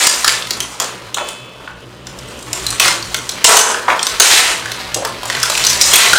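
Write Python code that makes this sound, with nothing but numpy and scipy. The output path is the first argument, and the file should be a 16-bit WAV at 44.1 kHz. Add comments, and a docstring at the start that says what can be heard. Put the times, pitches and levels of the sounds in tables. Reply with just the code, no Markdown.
"""In a hard, echoing room with a tiled floor, jointed fibreglass poles with metal sleeves knock together.
Knocks, floor thumps and a loose rattle come from impulsive contacts exciting modal resonators; sleeves ring on.
A wavering harmonic series makes a low motor-like hum, and filtered noise makes the room noise.
A mono microphone with a fast gain control and overload picks it up."""
import sys
import numpy as np
from scipy import signal
from scipy.fft import rfft, irfft
from scipy.io import wavfile

SR = 44100
rng = np.random.default_rng(int(sys.argv[2]) if len(sys.argv) > 2 else 0)


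def volts_from_db(level):
    """Convert decibel levels to linear amplitude ratios."""
    exponent = np.asarray(level, float) / 20
    return 10 ** exponent


def store_wav(level_fs):
    """Save 16-bit WAV to argv[1]."""
    pcm = np.round(np.clip(np.atleast_2d(level_fs), -1, 1) * 32767)
    wavfile.write(sys.argv[1], SR, pcm.T.astype(np.int16))


N = 272626


def rms_one(x):
    """Normalisation: scale a signal to an rms of 1."""
    return x / np.sqrt(np.mean(x ** 2) + 1e-20)


def in_time(rows):
    """Linear interpolation: read the columns of a timed table sample by sample."""
    seconds, *columns = np.transpose(rows)
    return [np.interp(np.arange(N) / SR, seconds, column) for column in columns]


def at_hz(points, hz):
    """Interpolation on a logarithmic frequency axis: read a (Hz, value) line."""
    points = np.array(points)
    return np.interp(np.log(hz), np.log(points[:, 0]), points[:, 1])


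def drift(rate_hz):
    """Slow random modulation: noise through two equal one-pole low-passes, scaled to rms 1."""
    thin = 40  # one drawn value for every 40 samples
    r = np.exp(-2 * np.pi * thin * rate_hz / SR)
    noise = rng.standard_normal(N // thin + 2002)
    slow = signal.lfilter([1], [1, -2 * r, r * r], noise)[2000:]
    return np.interp(np.arange(N) / thin, np.arange(len(slow)), rms_one(slow))


def ring(clicks, hz, width_hz):
    """Damped resonance: two poles, with zeros at 0 Hz and SR / 2; a unit click rings at height about 1."""
    r = np.exp(-np.pi * width_hz / SR)
    w = 2 * np.pi * hz / SR
    return signal.lfilter([.5, 0, -.5], [1, -2 * r * np.cos(w), r * r], clicks + 1e-18)


def coloured(x, spectrum):
    """Linear filtering in the frequency domain: shape a sound by a (Hz, dB) line."""
    hz = np.maximum(np.fft.rfftfreq(len(x), 1 / SR), 1)
    return irfft(rfft(x) * volts_from_db(at_hz(spectrum, hz)), len(x))


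# Course of the hum. Each row: time in seconds, rms level in dB before flutter.
HUM_LEVEL = [(0.0, -50), (0.3, -35), (1.22, -47), (2.62, -32.5), (4.1, -42.5), (4.41, -37.5), (5.6, -33.5),
             (6.18, -26)]
# Harmonics of the hum. Each row: multiple of the fundamental, relative level in dB.
HUM_ORDERS = [(1, -7.5), (2, -2), (3, -9), (4, -11), (5, -12.5), (6, -9)]


def hum(level_db, centre_hz=60.25, waver=0.03055, flutter_db=4.5, rough_rad=1.0):
    """Harmonic synthesis: a wavering fundamental whose orders each swell and roughen on their own."""
    phase = 2 * np.pi * np.cumsum(centre_hz * (1 + waver * drift(3.54))) / SR
    drone = np.zeros(N)
    for multiple, db in HUM_ORDERS:
        swell = volts_from_db(db + flutter_db * drift(6.8))
        drone += swell * np.sin(multiple * phase + rough_rad * drift(12))
    return volts_from_db(level_db) * rms_one(drone)


# Spectrum of the room noise. 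Each row: frequency in Hz, relative level in dB per Hz.
AIR_SPECTRUM = [(18, -31), (30, -14), (59, -37), (144, -21), (178, -7.5), (352, -6.5), (609, -4.5),
                (792, -54), (3010, -12), (15700, -95)]


def room_noise(mean_db=-40, sway_db=2.5):
    """Coloured noise: a random signal shaped by a spectrum, its level swaying slowly."""
    air = rms_one(coloured(rng.standard_normal(N), AIR_SPECTRUM))
    return volts_from_db(mean_db + sway_db * drift(8.8)) * air


# Steady handling of the bundle.
# Each row: time in seconds, middle-mode level in dB, extra level of the high modes in dB.
HANDLING = [(0.0, -18.5, -5.5), (0.45, -35.5, 4), (0.72, -36.5, 5), (1.1, -40, -7), (1.285, -36.5, 3),
            (1.4, -44, -3), (1.9, -49, 5), (2.2, -41.5, 2), (2.43, -40.5, 9), (2.58, -32, 3),
            (2.72, -29.5, -6), (3.26, -35.5, 4), (3.44, -29, -18), (3.87, -38.5, -5), (4.1, -26.5, -9),
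            (4.9, -31, -26), (5.16, -31.5, -20), (5.3, -28, -7), (5.5, -24, -6), (6.18, -16.5, -14)]
# Bursts of clatter as rods tumble or are dragged.
# Each row: start in seconds, time from start to decay in seconds, levels of low, middle and high modes in dB.
BURSTS = [(0.0, 0.013, -29, -20.5, -31), (0.254, 0.078, -34.5, -24, -40), (0.806, 0.014, -22.5, -24.5, -31),
          (2.799, 0.065, -22, -15, -23), (3.471, 0.092, -6.5, -7.5, -5), (3.624, 0.32, -28, -42, -43),
          (3.879, 0.013, -16.5, -48, -54), (4.212, 0.082, -17.5, -6.5, -7.5),
          (4.298, 0.089, -14.5, -3.5, -6.5), (5.812, 0.074, -26.5, -18.5, -14),
          (5.928, 0.143, -14.5, -6, -11), (6.143, 0.1, -20, -12.5, -19)]


def bustle(pivot_db=-35, rise_s=0.01, fall_db_per_s=169.5):
    """Power addition of incoherent sources: levels of three mode groups from handling and bursts."""
    middle_db, bright_db = in_time(HANDLING)
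    above_db = middle_db - pivot_db
    low_db = -36 + 0.53 * above_db
    high_db = -40.5 + 1.8 * above_db + bright_db  # stronger handling is brighter
    power = volts_from_db([low_db, middle_db, high_db]) ** 2
    for start_s, hold_s, *modes_db in BURSTS:
        t = np.arange(N) / SR - start_s
        fall = volts_from_db(-fall_db_per_s * np.maximum(t - hold_s, 0))
        shape = np.clip(t / rise_s, 0, 1) * fall
        power = power + (volts_from_db(modes_db)[:, None] * shape) ** 2
    return 10 * np.log10(power)


# Modes of rods and sleeves, which the knocks excite as well.
# Each row: frequency in Hz, bandwidth in Hz, relative level in dB.
POLE_MODES = [(437, 320, -3.5), (659, 316, -1.5), (1006, 242, 0), (1250, 250, -4), (1500, 283, -5.5),
              (1950, 1050, 6), (2606, 280, -10), (3129, 890, 2.5), (4033, 710, 2), (4750, 480, -7.5),
              (5316, 620, 1), (5990, 1040, 8.5), (6906, 220, -1.5), (7590, 280, -1), (8270, 98, -7.5),
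              (8970, 153, -6.5), (9590, 244, -9), (11930, 190, -12.5), (11850, 410, -51), (12750, 400, -28)]


def rattle(low_db, middle_db, high_db, base_per_s=500, clump_db=3.5, shared=0.31):
    """Shot excitation of modes: dense uneven contacts ring the poles in low, middle and high groups."""
    drag = np.clip((middle_db + 30) / 20, 0, 1)  # a hard drag makes contacts denser and more even
    clumping_db = clump_db * (1 - 0.5 * drag) * drift(25)
    chance = base_per_s * volts_from_db(9.0 * drag + clumping_db) / SR  # of a contact at each sample

    def contacts():
        """Random impulses: a contact of random size and sign wherever chance allows."""
        size = volts_from_db(4 * np.minimum(rng.exponential(1, N), 4)) * rng.choice([-1, 1], N)
        return size * (rng.random(N) < chance)

    common = contacts()  # contacts that shake the whole pole at once
    groups = np.zeros((3, N))
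    for hz, width_hz, db in POLE_MODES:
        group = np.searchsorted([1700, 5000], hz)
        groups[group] += volts_from_db(db) * ring(shared * common + contacts(), hz, width_hz)
    levels_db = (low_db, middle_db, high_db)
    return sum(volts_from_db(db) * rms_one(group) for db, group in zip(levels_db, groups))


# Decay of the room. Each row: frequency in Hz, time to fall by 60 dB in seconds.
ROOM_T60 = [(200, 0.74), (600, 0.42), (1500, 0.46), (4000, 0.31), (9000, 0.36), (14000, 0.084)]
# Early reflections from floor and walls. Each row: delay in seconds, level in dB.
ECHOES = [(.0045, -8), (.022, -13), (.028, -14), (.044, -15)]


def room(x, tail_db=-6.5, build_s=0.011, count=7):
    """Reverberation by convolution: hard echoes, then a dense tail that dies band by band."""
    t = np.arange(SR) / SR
    edges = 60 * 2 ** np.arange(0, 8.3, .5)  # half-octave bands
    white = rng.standard_normal((2, count, SR))  # neighbouring bands use different noise
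    tails = 0
    for k, (low, high) in enumerate(zip(edges, edges[1:])):
        band_pass = signal.butter(2, [low, high], "band", fs=SR, output="sos")
        band = signal.sosfilt(band_pass, white[k % 2])
        tails = tails + band * volts_from_db(-60 * t / at_hz(ROOM_T60, np.sqrt(low * high)))
    tails = tails * (1 - np.exp(-(t / build_s) ** 2))
    tails = volts_from_db(tail_db) * tails / np.sqrt(np.sum(tails ** 2) / count)
    # rough surfaces blur an echo
    smears = rng.standard_normal((len(ECHOES), count, 16)) * np.exp(-np.arange(16) / 3)
    for (delay_s, db), smear in zip(ECHOES, smears):
        at = round(delay_s * SR)
        tails[:, at:at + 16] += volts_from_db(db) * smear / np.sqrt(np.sum(smear ** 2, axis=1, keepdims=True))
    # as the poles move, the paths change: every 6000 samples takes the next response
    place = np.arange(N) // 6000 % count
    return sum(signal.fftconvolve(x * (place == k), tail)[:N] for k, tail in enumerate(tails))


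# Single knocks. Each row: start in seconds, peak level in dB, frequency of the added main ring in Hz,
# level of the dull modes near 1400 Hz in dB and of the bright modes near 7500 Hz in dB, against 3300 Hz.
KNOCKS = [(0.069, 13.5, 4890, 5, 12), (0.245, 7, 1600, -13, -19), (0.278, 10.5, 4750, -5, -7),
          (0.293, 8.5, 2190, -14, -25), (0.423, -8, 3500, -22, -38), (0.471, -7, 2140, -20, -21),
          (0.507, 0, 4454, -56, -19), (0.604, 4.5, 3100, -31, 0), (0.8, 8.5, 3305, -12, -9),
          (1.144, -2.5, 3670, -8, -6), (1.173, -10, 3220, -11, -14), (1.184, -2, 864, 7, -17),
          (1.288, -7.5, 3570, -30, -1), (1.676, -14.5, 1950, 2, -33), (2.069, -14.5, 5950, -7, -13),
          (2.188, -17, 6080, -20, 4), (2.286, -25, 8200, -22, 11), (2.39, -20, 6100, -28, 5.5),
          (2.426, -16.5, 4640, -25, 4), (2.53, 0.5, 7610, -17, -2), (2.666, 0, 4090, -30, -7),
          (2.704, -6.5, 9240, -12, 17), (2.726, -5.5, 1270, 4, -9), (2.798, 12.5, 4240, -16.5, -16),
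          (2.858, 5, 1240, -6, 5), (2.88, 4, 4420, -13, -19), (3.026, -11, 4520, -34.5, -20),
          (3.144, 2, 4160, -7.5, -10), (3.292, 0, 3437, -47, -18), (3.443, 27.5, 7750, -21, -4),
          (3.491, 23.5, 990, 13, 8), (3.568, 22.5, 6390, 2.5, 0), (3.595, 13, 1450, -20, 3),
          (3.743, -6, 5300, 4, -19), (3.883, -5, 2210, 9.5, -33), (3.902, 0.5, 2286, 7.5, -19),
          (3.993, -3, 3420, -12, -32), (4.028, 0, 8400, -48, -16), (4.067, 2.5, 6080, -8, -8.5),
          (4.199, 24, 6450, -6, -2.5), (4.222, 0, 4600, -17, 9), (4.657, -9, 1820, 9, -5),
          (4.718, -2, 4020, -11, -14), (4.944, 1, 6530, -30, -5), (5.049, -0.5, 1790, -55, -14),
          (5.232, -6.5, 940, -32, -15), (5.255, -6.5, 960, -21, 1), (5.28, -17, 7600, -23, 3),
          (5.3, 5.5, 1850, -14, -26), (5.327, -6, 1780, -17, -28), (5.35, -3.5, 1850, -14, -27),
          (5.37, -8, 1850, -11, -22), (5.4, -7, 6200, -16, -1), (5.43, 5, 5260, -1, 5),
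          (5.499, 5, 1010, -22, -8), (5.552, 2.5, 2670, -33, -24), (5.575, 4, 2580, -20, -9),
          (5.605, -13, 2500, -48, -27), (5.639, 0, 5750, -36, -15), (5.649, 5.5, 4750, -33, -13),
          (5.667, 5, 6050, -13, -3), (5.7, 4.5, 5280, -14, -14), (5.73, 0, 4560, -21, -3),
          (5.812, 14, 7080, -58, 1), (5.821, 7, 8000, -27, 2), (5.936, 20.5, 3330, -28, -8),
          (5.957, 19.5, 2480, -12, 16), (5.987, 10, 2600, -41.5, -1), (6.132, 22, 1500, -2, -14)]


def knocks(contact_s=0.0025, lag_s=.005, thud_db=-17.5, main_db=-2.5, main_width_hz=280, crack_db=-6):
    """Impact excitation and dispersion: chatter rings the modes; slower low bending waves arrive late."""
    size = 2048
    out, t = np.zeros(N + size), np.arange(size) / SR
    hz, width_hz, mode_db = np.transpose(POLE_MODES)
    for start_s, peak_db, main_hz, dull_db, bright_db in KNOCKS:
        tilt_db = at_hz([(600, thud_db), (1400, dull_db), (3300, 0), (7500, bright_db)], hz)
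        gains = volts_from_db(mode_db + tilt_db + 3 * rng.standard_normal(len(hz)))
        chatter = rng.standard_normal(size) ** 3 * np.exp(-t / contact_s)
        # a dull blow is a longer contact, so its chatter is softer
        soft_hz = np.clip(3000 * 2 ** ((bright_db - dull_db + 30) / 10), 2500, 19000)
        chatter = signal.lfilter(*signal.butter(2, soft_hz, fs=SR), chatter)
        hit = volts_from_db(crack_db + bright_db) * np.diff(chatter, prepend=0)  # direct crack
        all_gains = np.r_[gains, volts_from_db(main_db) * gains.max()]
        for f, width, gain in zip(np.r_[hz, main_hz], np.r_[width_hz, main_width_hz], all_gains):
            slowness = np.sqrt(1500 / f) - np.sqrt(1500 / max(main_hz, 1.0))
            late = int(lag_s * SR * np.clip(slowness, 0, 1))
            hit[late:] += gain * ring(chatter, f, width)[:size - late]
        at = round(start_s * SR)
        out[at:at + size] += volts_from_db(peak_db) * hit / np.abs(hit).max()
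    return out[:N]


# Soft hollow thumps of a rod laid on the floor.
# Each row: start in seconds, relative peak level in dB, mode frequency in Hz.
THUMPS = [(1.169, -7, 865), (1.209, -11, 580), (1.677, -22, 840), (2.857, -12, 510), (3.49, 9.5, 970),
          (3.881, 6, 960), (4.96, -9.5, 420), (4.985, -9.5, 516), (5.02, -8, 590), (5.048, -8.5, 910)]


def thumps(shudder_s=0.018, breadth=0.55, level_db=-4):
    """Heavily damped resonance: the rod shudders against the tiles and rings in one broad low mode."""
    size = 8192
    out, t = np.zeros(N + size), np.arange(size) / SR
    for start_s, db, hz in THUMPS:
        shudder = rng.standard_normal(size) * np.exp(-t / shudder_s)
        thump = ring(ring(shudder, hz, 2 * breadth * hz), hz, breadth * hz)
        at = round(start_s * SR)
        out[at:at + size] += volts_from_db(db + level_db) * thump / np.abs(thump).max()
    return out[:N]


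# Thin long partials of a metal sleeve.
# Each row: frequency in Hz, level in dB, time to fall by 60 dB in seconds.
SLEEVE_PARTIALS = [(2590, -30, 1.5), (3050, -31, 1.3), (3440, -30, 1.5), (6500, -41, .9), (7200, -40, .9)]
# Blows on the sleeve. Each row: time in seconds, level in dB.
SLEEVE_HITS = [(1.188, 0), (5.301, -4)]


def sleeve():
    """Lightly damped free vibration: a few thin partials ring on after a knock."""
    clicks = np.zeros(N)
    for hit_s, db in SLEEVE_HITS:
        clicks[round(hit_s * SR)] = volts_from_db(db)
    # bandwidth is ln(1000) / (pi t60)
    return sum(volts_from_db(db) * ring(clicks, hz, np.log(1000) / np.pi / t60) for hz, db, t60 in SLEEVE_PARTIALS)


def scene():
    """Superposition: poles in the room over hum and room noise, the same in both channels."""
    poles = knocks() + thumps() + rattle(*bustle())
    high_pass = signal.butter(4, 290, "high", fs=SR, output="sos")
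    poles = signal.sosfilt(high_pass, poles)  # thin rods radiate no bass
    mono = poles + room(poles) + sleeve() + hum(*in_time(HUM_LEVEL)) + room_noise()
    return np.array([mono, mono])


def low_pass(x):
    """Removes everything above the highest recorded frequency."""
    return signal.sosfilt(signal.butter(12, 15810, fs=SR, output="sos"), x)


def record(dry, limit_db=-9, top=1.4, lag_s=.012):
    """Gain control and saturation: gain follows power with a lag; first peaks slip past and are clipped."""
    r = np.exp(-1 / (lag_s * SR))
    power = signal.lfilter([(1 - r) ** 2], [1, -2 * r, r * r], np.minimum(dry[0] ** 2, 4.0))
    cut_db = np.maximum(10 * np.log10(power + 1e-12) - limit_db, 0)
    overloaded = top * np.tanh(dry * volts_from_db(-cut_db) / top)
    mix = np.clip(overloaded, -1, 1)
    return low_pass(mix)


dry = scene()
out = record(dry)
store_wav(out)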